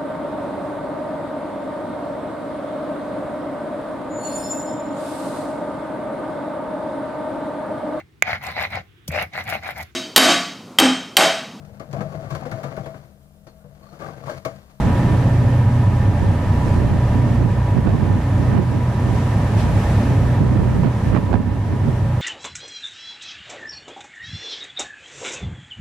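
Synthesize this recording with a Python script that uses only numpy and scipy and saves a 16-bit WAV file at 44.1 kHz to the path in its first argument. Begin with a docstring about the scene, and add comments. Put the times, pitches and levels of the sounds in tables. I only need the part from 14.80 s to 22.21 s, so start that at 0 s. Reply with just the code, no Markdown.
"""Stern deck of a ferry: two slow diesels turn almost in step, so their orders beat against each other.
Orders and machine tones are sums of cosines, steady or wandering; a gear whine drifts in pitch.
Roar, wake hiss and brief splashes are shaped noise; noise gusts and slaps buffet the right microphone port.
Gain control ducks everything on loud moments, recovers slowly and feeds a soft overload."""
import sys
import numpy as np
from scipy import signal
from scipy.fft import rfft, irfft
from scipy.io import wavfile
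from scipy.ndimage import uniform_filter1d

SR = 44100
rng = np.random.default_rng(int(sys.argv[2]) if len(sys.argv) > 2 else 0)


def how_loud(loudness_db):
    """Turn decibels into a plain amplitude multiplier (0 dB gives 1, 20 dB gives 10)."""
    steps = np.asarray(loudness_db, float) / 20
    return 10 ** steps


def bounce(signal):
    """Save signal as a 16-bit WAV file at the path given by the first command-line argument."""
    frames = np.transpose(np.atleast_2d(signal))
    limited = np.clip(frames, -1, 1)
    pcm = np.round(limited * 32767).astype(np.int16)
    wavfile.write(sys.argv[1], SR, pcm)


N = 326781

# Levels hold ahead of the gain control.
# Orders of the four-stroke cycle, before port gain: multiple, slower engine level/dB, faster engine level/dB
ENGINE_ORDERS = [(5, -56, -51), (6, -45, -39), (7, -69, -54), (8, -54, -44), (9, -50, -44), (10, -51, -44),
                 (11, -47, -47), (12, -37, -41), (13, -33, -35), (14, -46, -54), (15, -52, -45),
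                 (16, -37, -41), (17, -43, -42), (18, -39, -30), (19, -43, -26), (20, -29, -32),
                 (21, -36, -33), (22, -29, -31), (23, -39, -59), (24, -41, -41), (25, -24, -28),
                 (26, -46, -37), (27, -52, -41), (28, -41, -39), (29, -49, -47), (30, -49, -38),
                 (31, -34, -38), (32, -55, -48), (33, -47, -46), (34, -47, -49), (35, -38, -62),
                 (36, -46, -41), (37, -45, -42), (38, -50, -72), (39, -59, -42), (40, -42, -41),
                 (41, -61, -52), (42, -51, -45), (43, -46, -57), (44, -55, -50), (45, -50, -46),
                 (46, -54, -42), (47, -45, -50), (48, -45, -48), (49, -38, -44), (50, -43, -52)]
# Two engines: cycle rate f/Hz, starting place in the cycle/turns
ENGINE_CYCLES = [(4.8596, .682), (4.8836, .704)]
# Level change of the deepest orders: t/s, level/dB
DEEP_ORDER_LEVEL = [(0, 0.5), (2.4, 10), (4.3, -6), (7.41, 0)]
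# Tones of the auxiliary machines, before port gain: f/Hz, level/dB, width/Hz
MACHINE_TONES = [(59.66, -30, 0.16), (206.9, -34.5, 0.8), (236.7, -36, 9.3), (275, -35, 2.7),
                 (308, -42, 3.3), (315, -41.5, 0.77), (560, -39.5, 36), (590, -44.5, 18), (833.6, -42, 31),
                 (1254, -46.5, 45), (1490, -58.5, 34), (1606, -50.5, 45), (1791, -43, 77), (1830, -67, 8.4)]
# Gear whine, before port gain: t/s, level/dB
WHINE_LEVEL = [(0, -38), (1, -39.5), (4.4, -37), (5.3, -42.5), (6.4, -35.5), (7.0, -40.5), (7.41, -41)]
# Mean roar of exhaust and churned water: f/Hz, density/(dB per Hz)
ROAR_DENSITY = [(20, -63), (60, -64), (110, -53.5), (240, -53.5), (280, -55.5), (600, -59), (950, -61),
                (1150, -65.5), (1400, -73), (1800, -72.5), (2500, -76), (4000, -83.5), (8000, -115)]
# Wake foam at 0 dB: f/Hz, density/(dB per Hz)
FOAM_DENSITY = [(300, -27.5), (1000, -26.5), (2000, -30), (3500, -40), (5500, -38.5), (10500, -43.5),
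                (12500, -47.5), (14000, -67), (15500, -76)]
# Foam as crests break, before flutter: t/s, level/dB
FOAM_LEVEL = [(0, -47.5), (.45, -47), (1.3, -48), (1.85, -46.5), (2.05, -47.5), (2.9, -48), (3.6, -47),
              (4.2, -45), (4.4, -44), (4.75, -44), (4.95, -44), (5.15, -43.5), (5.35, -46), (6.1, -46),
              (6.33, -44), (6.64, -49), (7.1, -46), (7.41, -48)]
# Diffuse noise at the two ports: f/Hz, likeness (0-1), left phase lead/rad, left minus right level/dB
PORT_PAIR = [(60, .99, 0, -1), (300, .96, 0, -1.2), (900, .78, .1, -1.2), (1500, .58, .2, -1.1),
             (2500, .38, .16, -1.3), (4000, .27, 0, -.1), (6000, .25, -.9, -.8), (8000, .33, -2.4, -1.4),
             (10500, .33, -2.5, -.8), (13500, .2, -1.9, .7)]
# Gusts, as wind strength: start t/s, hold/s, level/dB
WIND_GUSTS = [(.04, 0.052, -23.5), (.31, 0.026, -27), (.76, 0.09, -43), (1.41, 0.098, -20.5),
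              (1.8, 0.22, -29.5), (1.969, 0.19, -20), (2.35, 0.035, -19.5), (2.42, .36, -24.5),
              (2.61, .04, -15), (2.965, 0.011, -10.5), (3.061, 0.043, -12), (3.13, 0.24, -18),
              (3.6, .05, -19), (3.7, .13, -14.5), (3.755, 0.036, -13), (3.86, .14, -21.5),
              (4.26, 0.093, -18.5), (4.83, 0.12, -23), (5.3, 0.034, -25), (5.43, 0.084, -27.5),
              (5.61, 0.064, -15.5), (5.72, 0.16, -14), (5.88, .1, -18), (6.0, .03, -14),
              (6.05, 0.021, -9.5), (6.27, .06, -14.5), (6.332, 0.052, -10), (6.43, 0.037, -15.5),
              (6.523, 0.034, -7.5), (6.6, .16, -19), (6.9, 0.043, -15), (7.03, 0.066, -15),
              (7.22, 0.035, -26)]
# Low thump of eddies at 0 dB wind: f/Hz, density/(dB per Hz)
THUMP_DENSITY = [(15, -48), (45, -24.5), (100, -20.5), (200, -21.5), (400, -33.5), (700, -46.5),
                 (1500, -61), (4000, -105)]
# Rasp of eddies at 0 dB wind: f/Hz, density/(dB per Hz)
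RASP_DENSITY = [(200, -32), (500, -34.5), (1000, -42.5), (2500, -55.5), (4000, -67), (8000, -85),
                (15000, -105)]
# Sharp slaps of air on the right port: peak t/s, level/dB
AIR_SLAPS = [(2.97, -30), (3.08, -18), (6.035, -11), (6.06, -18), (6.35, -4), (6.374, -5.5), (6.53, -4),
             (6.542, -7), (6.556, -10)]
# Crests slapping close under the stern: peak t/s, level/dB
CREST_SPLASHES = [(4.36, -48), (4.8, -39.5), (5.17, -46)]
# Spray at 0 dB: f/Hz, density/(dB per Hz)
SPRAY_DENSITY = [(800, -55), (1800, -38), (2500, -30.5), (4500, -37), (9000, -45), (13000, -56),
                 (15500, -80)]


def evened(x):
    """Scales to rms 1."""
    return x / np.sqrt(np.mean(x ** 2) + 1e-20)


def curve(rows, index=1):
    """One column of a time table at every sample."""
    table = np.array(rows)
    return np.interp(np.arange(N) / SR, table[:, 0], table[:, index])


def read(rows, hz, index=1):
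    """One column of a spectrum, interpolated in log frequency."""
    table = np.array(rows)
    return np.interp(np.log(hz + 1), np.log(table[:, 0] + 1), table[:, index])


def drift(corner_hz):
    """Slow random curve of rms 1: noise that weakens above corner_hz."""
    z = rfft(rng.standard_normal(N))
    hz = np.arange(len(z)) * SR / N
    return evened(irfft(z / (1 + (hz / corner_hz) ** 2), N))


def noise_pair(density, patchy_db, size=1024):
    """Diffuse noise, partly alike at the two ports, with smooth patches in time and pitch."""
    frames = 4 * N // size + 5
    hz = np.fft.rfftfreq(size, 1 / SR)
    a, b, c, d, patches = rng.standard_normal((frames, len(hz), 5)).T
    patches = uniform_filter1d(patches, size=14, axis=0)  # across pitch
    patches = evened(uniform_filter1d(patches, size=10, axis=1))  # across time
    likeness, lead_rad, balance_db = (read(PORT_PAIR, hz, index=k)[:, None] for k in (1, 2, 3))
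    likeness = np.clip(likeness, -1, 1)
    right = a + 1j * b
    left = likeness * right + np.sqrt(1 - likeness ** 2) * (c + 1j * d)
    left = left * np.exp(1j * lead_rad)
    z = np.array([left * how_loud(balance_db / 2), right / how_loud(balance_db / 2)])
    z *= how_loud(read(density, hz)[:, None] + patchy_db * patches)
    z *= np.sqrt(1.5 * SR / size)  # density to STFT scale
    return signal.istft(z, nperseg=size, noverlap=3 * size // 4)[1][:, :N]


def coloured(density):
    """One channel of steady noise with the given density."""
    hz = np.fft.rfftfreq(N, 1 / SR)
    white = rfft(rng.standard_normal(N))
    return irfft(white * how_loud(read(density, hz)) * np.sqrt(SR / 2), N)


def narrow(turns, width_hz, loose):
    """Tone of rms 1; loose sets how far size and phase wander, width_hz how fast."""
    r = np.exp(-np.pi * width_hz / SR)
    noise = rng.standard_normal((N, 2)) @ [1, 1j]
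    wander = 1 + loose * signal.lfilter([np.sqrt((1 - r * r) / 2)], [1, -r], noise)
    return evened((wander * np.exp(2j * np.pi * turns)).real)


def engines():
    """Each engine is a sum of cycle orders; like funnels delay an order alike in both."""
    smear_rad, waver_db, step = 1.72, 2.2, 20  # step in samples
    t = np.arange(0, N + step, step) / SR
    deep_db = np.interp(t, *np.transpose(DEEP_ORDER_LEVEL))
    funnel_rad = smear_rad * rng.standard_normal(len(ENGINE_ORDERS))
    out = 0
    for which, (cycle_hz, start_turns) in enumerate(ENGINE_CYCLES):
        for (order, *db), late_rad in zip(ENGINE_ORDERS, funnel_rad):
            # moving air bends the path
            waver = np.sin(2 * np.pi * (rng.uniform(0.084, 0.512) * t + rng.random()))
            level_db = db[which] + waver_db * waver + deep_db * (order < 8)
            phase = 2 * np.pi * order * (cycle_hz * t + start_turns) + late_rad
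            out += how_loud(level_db) * np.sqrt(2) * np.cos(phase)
    return signal.resample_poly(out, up=step, down=1)[:N]


def machines():
    """Generator, fan and pump tones: the narrower, the steadier; the lower, the more alike at both ports."""
    t = np.arange(N) / SR
    out = 0
    for hz, db, width_hz in MACHINE_TONES:
        loose = min(.5 * width_hz, 2.5)
        near = narrow(hz * t + rng.random(), width_hz, loose)
        scattered = narrow(hz * t + rng.random(), width_hz, loose)
        share = min(hz / 2500, .9)  # of the right port's sound that comes off the deck and rails
        right = np.sqrt(1 - share ** 2) * near + share * scattered
        out += how_loud(db) * np.array([near, right])
    return out


def whine():
    """Meshing gear teeth: a narrow tone of drifting pitch, later and louder at the right port."""
    pitch_hz, wander_hz, late_samples, right_db = 972, 1.5, 6, 1.5
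    hz = pitch_hz + wander_hz * drift(0.803)
    tone = how_loud(curve(WHINE_LEVEL)) * narrow(np.cumsum(hz) / SR, width_hz=11.0, loose=1.0)
    return np.array([tone, how_loud(right_db) * np.roll(tone, late_samples)])


def wake():
    """Foam hiss follows the breaking crests with a shared flutter; the roar follows them less."""
    level_db = curve(FOAM_LEVEL)
    flutter_db = 0.42 * drift(3.9)
    foam = noise_pair(FOAM_DENSITY, patchy_db=0.8, size=512) * how_loud(level_db + flutter_db)
    roar_swing_db = 0.57 * (level_db - level_db.mean())
    roar = noise_pair(ROAR_DENSITY, patchy_db=0.45, size=2048) * how_loud(roar_swing_db)
    return foam + roar


def wind_db():
    """Wind strength: a restless breeze, and gusts that strike, hold and die away."""
    rise_db_per_s, fall_db_per_s = 500, 400
    breeze_db, breeze_lumps_db = -38, 5
    t = np.arange(0, N / SR + .001, .001)
    gust_power = 0
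    for start_s, hold_s, db in WIND_GUSTS:
        rise_db = rise_db_per_s * np.maximum(start_s - t, 0)
        fall_db = fall_db_per_s * np.maximum(t - start_s - hold_s, 0)
        gust_power = gust_power + how_loud(db - rise_db - fall_db) ** 2
    breeze_power = how_loud(breeze_db + breeze_lumps_db * drift(5.6)) ** 2
    return 10 * np.log10(breeze_power + np.interp(np.arange(N) / SR, t, gust_power))


def wind():
    """Lumpy eddies at the ports; the rasp grows faster than the thump as the gust hardens."""
    slap_s = .002  # from the peak to 1/e
    t = np.arange(N) / SR
    gust_db = wind_db()
    thump = coloured(THUMP_DENSITY) * how_loud(gust_db + 2.7 * drift(26))
    rasp = coloured(RASP_DENSITY) * how_loud(1.68 * gust_db + 4.8 * drift(136))
    slap_size = sum(how_loud(db) * np.exp(-((t - peak_s) / slap_s) ** 2) for peak_s, db in AIR_SLAPS)
    right = thump + rasp + slap_size * evened(coloured(RASP_DENSITY))
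    lee_thump = how_loud(-15.5) * coloured(THUMP_DENSITY) * how_loud(0.87 * gust_db + 2.7 * drift(15))
    left = lee_thump + how_loud(-21) * right
    return np.array([left, right])


def splashes():
    """Bursts of spray noise that swell and die away exponentially."""
    rise_s, fall_s = 0.033, .05  # time constants
    t = np.arange(N) / SR
    size = 0
    for peak_s, db in CREST_SPLASHES:
        size = size + how_loud(db) * np.exp(-np.maximum((peak_s - t) / rise_s, (t - peak_s) / fall_s))
    return noise_pair(SPRAY_DENSITY, patchy_db=1.0, size=256) * size


def scene():
    """Ship, wake and wind; the right port is a little more sensitive to diesels and machines."""
    diesels = engines() * how_loud(np.array([[1.6], [2.7]]))
    auxiliaries = machines() * how_loud(np.array([[-.6], [.6]]))
    return diesels + auxiliaries + whine() + wake() + splashes() + wind()


def top_cut(x):
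    """Nothing passes above the cut-off."""
    return signal.sosfilt(signal.butter(12, 15400, fs=SR, output="sos"), x)


def record(dry):
    """Shared gain falls on loud moments of either port and recovers slowly; then soft overload."""
    threshold_db, gain_db, duck_ratio = -16, 2.5, 0.82
    detector_fall_db_per_s = 4.26
    louder_port = (dry ** 2).max(0)
    power_db = 10 * np.log10(abs(uniform_filter1d(louder_port, size=3500)) + 1e-12)
    fall_db = np.arange(N) * detector_fall_db_per_s / SR
    held_db = np.maximum.accumulate(power_db + fall_db) - fall_db  # peaks, released slowly
    over_db = np.maximum(held_db - threshold_db, 0)
    ducked = dry * how_loud(gain_db - duck_ratio * uniform_filter1d(over_db, size=2500))
    mix = np.tanh(ducked * 1.067) / 1.017
    return top_cut(mix)


dry = scene()
out = record(dry)
bounce(out)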